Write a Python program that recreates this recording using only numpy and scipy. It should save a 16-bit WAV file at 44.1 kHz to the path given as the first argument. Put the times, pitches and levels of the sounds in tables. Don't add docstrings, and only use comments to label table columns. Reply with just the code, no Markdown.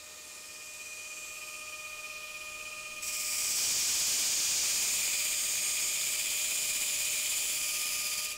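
import sys
import numpy as np
from scipy import signal
from scipy.fft import rfft, irfft, next_fast_len
from scipy.io import wavfile
from scipy.ndimage import uniform_filter1d, map_coordinates

SR = 44100
rng = np.random.default_rng(int(sys.argv[2]) if len(sys.argv) > 2 else 0)


def natural_amplitude(level_db):
    exponent = np.asarray(level_db, float) / 20
    return 10 ** exponent


def wrap_up_sound(samples):
    columns = np.atleast_2d(samples).T
    tamed = np.clip(columns, -1, 1)
    steps = np.round(tamed * 32767).astype(np.int16)
    wavfile.write(sys.argv[1], SR, steps)


N = 369116
T = np.arange(N) / SR
GROOVES_WHEEL, GROOVES_BELT = 38, 63.3


def evened(x):
    return x / np.sqrt(np.mean(x ** 2) + 1e-20)


def curves(rows, t=T):
    s, *columns = np.transpose(rows)
    return [np.interp(t, s, c) for c in columns]


def coloured(x, points=None, modes=None):
    size = next_fast_len(N)
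    hz = np.fft.rfftfreq(size, 1 / SR)
    if modes:
        power = sum(natural_amplitude(db) ** 2 / (1 + (2 * (hz - f) / width) ** 2) ** 2 for f, width, db in modes)
        gain = np.sqrt(power)
    else:
        f, db = np.transpose(points)
        gain = natural_amplitude(np.interp(np.log(hz + 1), np.log(f + 1), db, -90, -90))
    return evened(irfft(rfft(x, size) * gain, size)[:N])


def slow(hz):
    low_pass = signal.butter(2, hz, fs=SR)
    return evened(signal.lfilter(*low_pass, rng.standard_normal(N)))


def returning(turns, share, size):
    surface = map_coordinates(rng.standard_normal(size), [turns % 1 * size], order=3, mode="grid-wrap")
    return np.sqrt(share) * evened(surface) + np.sqrt(1 - share) * rng.standard_normal(N)


def drifting(z, db):
    patches = rng.standard_normal(z.shape[::-1]).T
    for _ in range(2):
        patches = uniform_filter1d(patches, size=4, axis=0)
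        patches = uniform_filter1d(patches, size=70, axis=1)
    return z * natural_amplitude(db * evened(patches - patches.mean(0)))


# (time [s], nearness [0-1])
NEAR = [
    (0, 0),
    (.9, .3),
    (1.8, .75),
    (3, 1),
]


def arriving(far_db, near_db, first, full):
    return np.interp(curves(NEAR)[0], (first, full), (far_db, near_db))


LEAN_S = (3.35, 3.699, 4.6, 5.2)


def leaning():
    return np.interp(T, LEAN_S, (0, 1, 1, 0))


def sidebands(turns, low, low_turn, up, up_turn):
    lower = low * np.exp(2j * np.pi * (low_turn - turns))
    return lower + up * np.exp(2j * np.pi * (up_turn + turns))


UNEVEN = [(.16, .38, .04, .2), (.08, .2, .07, -.45), (.12, 0, .08, 0), (.33, .045, .11, -.03),
          (.36, 0, .3, 0)]
JOINT = [(.2, -.17, .03, .1), (.14, -.04, .27, .36), (.045, .42, .15, -.05)]
# (far [dB], near [dB], first nearness [0-1], full nearness [0-1], per step aside [dB])
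WHINE_NEAR = [(-64, -58.7, .2, .7, -1.5), (-64.5, -54.3, .3, .65, 0), (-64.5, -64.3, .1, .9, -2),
              (-58.5, -46.2, .08, .3, -2.3)]
# (leaning [dB], belly [dB], curve [dB], tip [dB])
WHINE_TOUCH = [(-5, -1, 0, -3.5), (-3, -2.5, -10, 13), (-3, -.5, -2.5, -1), (-2.5, -1, -.5, -5)]
# (time [s], stance [0 behind, 1 aside, 2 leaning in])
STANCE = [
    (0, 0),
    (.3, 0.48),
    (.8, 0.87),
    (1.5, 1.14),
    (1.9, 0.25),
]
# (time [s], place [0 heel, 1 belly, 2 curve, 3 tip])
TRAVEL = [
    (3.7, 0),
    (4.35, 1),
    (5.1, 1.34),
    (5.85, 0.9),
    (6.2, 1.68),
    (7.35, 2),
    (7.8, 2.5),
    (8.3, 2.5),
]
FIFTH_DB = -17


def whine(grooves):
    aside, place = curves(STANCE)[0], curves(TRAVEL)[0]
    levels_db = []
    for (*near, aside_db), (lean_db, *place_dbs) in zip(WHINE_NEAR, WHINE_TOUCH):
        touch_db = lean_db * leaning() + np.interp(place, range(4), (0, *place_dbs))
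        levels_db.append(arriving(*near) + aside_db * aside + touch_db)
    levels_db.append(levels_db[3] + FIFTH_DB)
    joint = sum(sidebands(lap * grooves / GROOVES_BELT, *row) for lap, row in enumerate(JOINT, 1))
    out = np.zeros(N)
    for k, (db, row) in enumerate(zip(levels_db, UNEVEN), 1):
        joint_share = (k / 4) ** 1.4
        throb = 1 + sidebands(grooves / GROOVES_WHEEL, *row) + joint_share * joint
        waver = natural_amplitude(0.51 * slow(38)) * np.exp(.15j * slow(30))
        tone = np.exp(2j * np.pi * (k * grooves + rng.random()))
        out += np.sqrt(2) * natural_amplitude(db) * (throb * waver * tone).real
    return out


# (frequency [Hz], density [dB per Hz])
HISS = [
    [(1940, -37), (3300, -9), (3910, -8), (5710, -7), (6210, -7.5), (6720, -4), (7410, -6.5), (8900, -11.5),
     (14100, -18.5), (15700, -19)],
    [(1940, -42), (3300, -11.5), (3830, -13.5), (4880, -5.5), (5180, -9.5), (5600, -6), (6050, -6.5),
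     (7410, -2.5), (8560, -7.5), (9250, -10.5), (10700, -18.5), (12400, -15), (15700, -23)],
    [(1940, -55), (3300, -34), (3640, -6), (4070, -8), (4430, -4), (5860, -7), (6340, -8), (6850, 2.5),
     (7410, -14), (8610, -3), (9880, -21), (11200, -6), (15700, -14)],
]


def hiss(grit):
    stance = curves(STANCE)[0]
    sound = sum(np.clip(1 - abs(stance - k), 0, 1) * coloured(grit, points) for k, points in enumerate(HISS))
    z = signal.stft(sound, nperseg=512, noverlap=384)[2]
    return signal.istft(drifting(z, 1.3), nperseg=512, noverlap=384)[1][:N]


# (frequency [Hz], width [Hz], level [dB])
WHEEL = [(1244, 140, -15.5), (2368, 140, -8), (2530, 32, 0), (2663, 68, -7.5), (2716, 87, -8),
         (2980, 480, -13.5)]
RING_NEAR = (-11.5, -1, 0, 1.24)


def wheel_ring(grooves, grit):
    turns = grooves / GROOVES_WHEEL
    rim = returning(turns, 0.39, size=2735) + 0.28 * grit
    pulse = 1 + 0.26 * np.cos(2 * np.pi * (turns - .02))
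    return natural_amplitude(arriving(*RING_NEAR)) * pulse * coloured(rim, modes=WHEEL)


HISS_DB, HISS_ASIDE_DB, HISS_NEAR_DB = -50, 3, 1.97


def belt(grooves):
    level_db = HISS_DB + HISS_ASIDE_DB * curves(STANCE)[0] + HISS_NEAR_DB * curves(NEAR)[0]
    grit = returning(grooves / GROOVES_BELT, .3, size=4555)
    grit *= 1 + .08 * np.cos(2 * np.pi * grooves)
    return natural_amplitude(level_db) * (hiss(grit) + wheel_ring(grooves, grit))


# (frequency [Hz], density [dB per Hz])
SHOP = [(15, -25), (32, -22), (48, -33), (75, -0.5), (100, -5), (135, -18.5), (200, -9), (350, -7.5),
        (500, -4.5), (700, -10), (1000, -6.5), (1300, -6.5), (1600, -9.5), (2100, -5), (2600, -10)]
# (frequency [Hz], level [dB])
HUMS = [(64.6, -80), (172.3, -79), (317.6, -77.5), (393.0, -78.5), (473.7, -78)]
# (frequency [Hz], density [dB per Hz])
DRAUGHT = [(12, 6.5), (30, -6.5), (60, -4.5), (120, -10.5), (250, -12), (400, -11.5)]
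SHOP_DB = -59
DRAUGHT_NEAR = (-82.5, -64.5, -0.14, 1)


def shop():
    rumble = natural_amplitude(SHOP_DB) * coloured(rng.standard_normal(N), SHOP)
    hums = sum(np.sqrt(2) * natural_amplitude(db + 1.4 * slow(2.7)) * np.sin(2 * np.pi * hz * T) for hz, db in HUMS)
    draught = coloured(rng.standard_normal(N), DRAUGHT) * natural_amplitude(1.7 * slow(10))
    return rumble + hums + natural_amplitude(arriving(*DRAUGHT_NEAR)) * evened(draught)


BITE_DB, BEAT_TOP_HZ = 1.9, 9500
SKIP_HZ, SKIP_S, SKIP_DB = 118, 8.333, 6


def scrape(beat, lift):
    bites = natural_amplitude(BITE_DB * np.minimum(rng.exponential(1, N), 5)) * rng.standard_normal(N)
    low_pass = signal.butter(4, BEAT_TOP_HZ, fs=SR, output="sos")
    beaten = signal.sosfilt(low_pass, bites * (beat - 1))
    skips = natural_amplitude(SKIP_DB * lift * np.cos(2 * np.pi * SKIP_HZ * (T - SKIP_S)))
    force = (bites + beaten) * skips * natural_amplitude(1.95 * slow(373))
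    return force / np.sqrt(uniform_filter1d(force ** 2, size=8000))


BLADE_HZ = [2220, 2435, 3070, 3480, 4100, 4770, 5200, 5650, 6150, 6620, 7100, 7770, 8550, 9500, 10250,
            11300, 12100, 12700, 13750, 14300, 14700, 15450]
# (width [Hz], heel [dB], belly [dB], curve [dB], tip [dB])
BLADE = [(370, -11, -10, -15, -10.5), (211, -7, -2.5, -2.5, -0.5), (372, -11.5, -6.5, -7, -3.5),
         (420, -15, -8, -9, -14), (450, -18, -12.5, -12.5, -21), (400, -7.5, -3.5, -8.5, 3),
         (500, -3.5, -7.5, -10.5, 0), (480, -2.5, -20, -23, -10), (500, -8, -29, -12, -4),
         (450, -8, -0.5, -9.5, -9), (460, -2, 1, 1.5, -3), (600, -0.5, -5, -6.5, -8),
         (910, -6.5, -4, -7, -14), (660, -11.5, -8.5, -12, -3), (700, -11.5, -16.5, -7.5, -5),
         (650, -16, -16, -21, -13), (500, -12, -16, -18, -5), (600, -11.5, -10.5, -11.5, -11),
         (550, -16, -12.5, -12, -14), (500, -14, -16, -22, -20), (550, -13, -21, -11.5, -12),
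         (700, -13, -13, -16, -11)]


def blade_modes(force, grooves):
    hz, t, z = signal.stft(force, SR, nperseg=512, noverlap=384)
    hz = hz[:, None]
    place = curves(TRAVEL, t)[0]
    power = 0
    for f, (width, *dbs) in zip(BLADE_HZ, BLADE):
        resonance = 1 / (1 + (2 * (hz - f) / width) ** 2) ** 1.46
        power = power + natural_amplitude(np.interp(place, range(4), dbs)) ** 2 * resonance
    turns = np.interp(t, T, grooves) / GROOVES_WHEEL
    flutter = 1 + 0.13 * (hz < 3800) * np.cos(2 * np.pi * (turns + 0.14))
    z = drifting(z, .9) * flutter * np.sqrt(power / power.mean(0))
    return signal.istft(z, SR, nperseg=512, noverlap=384)[1][:N]


# (time [s], level [dB])
PASS = [
    (3.0, -43),
    (3.04, -37),
    (3.63, -31),
    (4.73, -31),
    (5.36, -33),
    (7.35, -33),
    (8.25, -35),
    (8.33, -39),
    (8.37, -56),
]
# (frequency [Hz], density [dB per Hz])
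ROAR = [(880, -70), (1500, -18), (1990, -20.5), (2500, -22), (2760, -9), (4010, -8.5), (4740, -2),
        (7010, -0.5), (11400, -21.5), (12600, -22), (15700, -25)]
# (frequency [Hz], density [dB per Hz])
THRUM = [(12, -44), (20, -13), (551, -15), (608, -11), (685, -15.5), (1130, -13.5), (1220, -18),
         (1610, -47), (2300, -2.5), (2990, -15), (5060, -120)]
LIFT_S = (8.28, 8.34)
ROAR_DB, ROAR_LEAN_DB, ROAR_LIFT_DB = -14.5, 16.5, 4
THRUM_DB, THRUM_LEAN_DB, THRUM_FADE_DB_PER_S, THRUM_LIFT_DB = -23.5, 4, -0.1, 9
LIGHT_DB, LIGHT_RUNOUT_PER_DB = -33.5, .05
HARD_DB, HARD_GAIN_DB_PER_DB = -36.5, .7


def blade(grooves):
    pressure_db, lift = curves(PASS)[0], np.interp(T, LIFT_S, (0, 1))
    roar = natural_amplitude(ROAR_DB + ROAR_LEAN_DB * leaning() + ROAR_LIFT_DB * lift)
    fade_db = THRUM_FADE_DB_PER_S * (T - LEAN_S[3])
    thrum_db = THRUM_DB + THRUM_LEAN_DB * leaning() + fade_db + THRUM_LIFT_DB * lift
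    depth = np.interp(curves(TRAVEL)[0], range(4), (.1, .3, .42, .28))
    beat = np.exp(depth * np.cos(2 * np.pi * grooves))
    sound = blade_modes(scrape(beat, lift), grooves)
    sound = sound + roar * coloured(beat * rng.standard_normal(N), ROAR)
    sound /= np.sqrt(1 + roar ** 2)
    sound += natural_amplitude(thrum_db) * coloured(rng.standard_normal(N), THRUM)
    light = np.clip(LIGHT_RUNOUT_PER_DB * (LIGHT_DB - pressure_db), 0, .3) * (1 - lift)
    runout = 1 + (0.1 + light) * np.cos(2 * np.pi * (grooves / GROOVES_WHEEL + 0.29))
    hard_db = HARD_GAIN_DB_PER_DB * np.maximum(pressure_db - HARD_DB, 0)
    touching = np.clip((T - 3.018) / 0.013, 0, 1)
    return natural_amplitude(hard_db + pressure_db + 0.54 * slow(21)) * runout * touching * sound


# (time [s], rate [Hz])
SPEED = [(0, 611.5), (.4, 612.2), (.9, 613.6), (1.5, 613.1), (2.3, 612.7), (3, 612.5), (3.5, 611),
         (4.8, 609.8), (6, 610), (7, 610.2), (8.37, 611)]


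def scene():
    grooves = np.cumsum(curves(SPEED)[0]) / SR
    return np.tile(whine(grooves) + belt(grooves) + shop() + blade(grooves), (2, 1))


def top_cut(x):
    return signal.sosfilt(signal.butter(12, 16990, fs=SR, output="sos"), x)


CLIP_DB, KNEE, EDGE_HZ = -26.4, 7, 15750


def record(dry):
    clipped = dry / (1 + abs(dry / natural_amplitude(CLIP_DB)) ** KNEE) ** (1 / KNEE)
    edge = signal.firwin(2047, EDGE_HZ, window=("kaiser", 11), fs=SR)
    return top_cut(signal.oaconvolve(clipped, edge[None], "same"))


dry = scene()
out = record(dry)
wrap_up_sound(out)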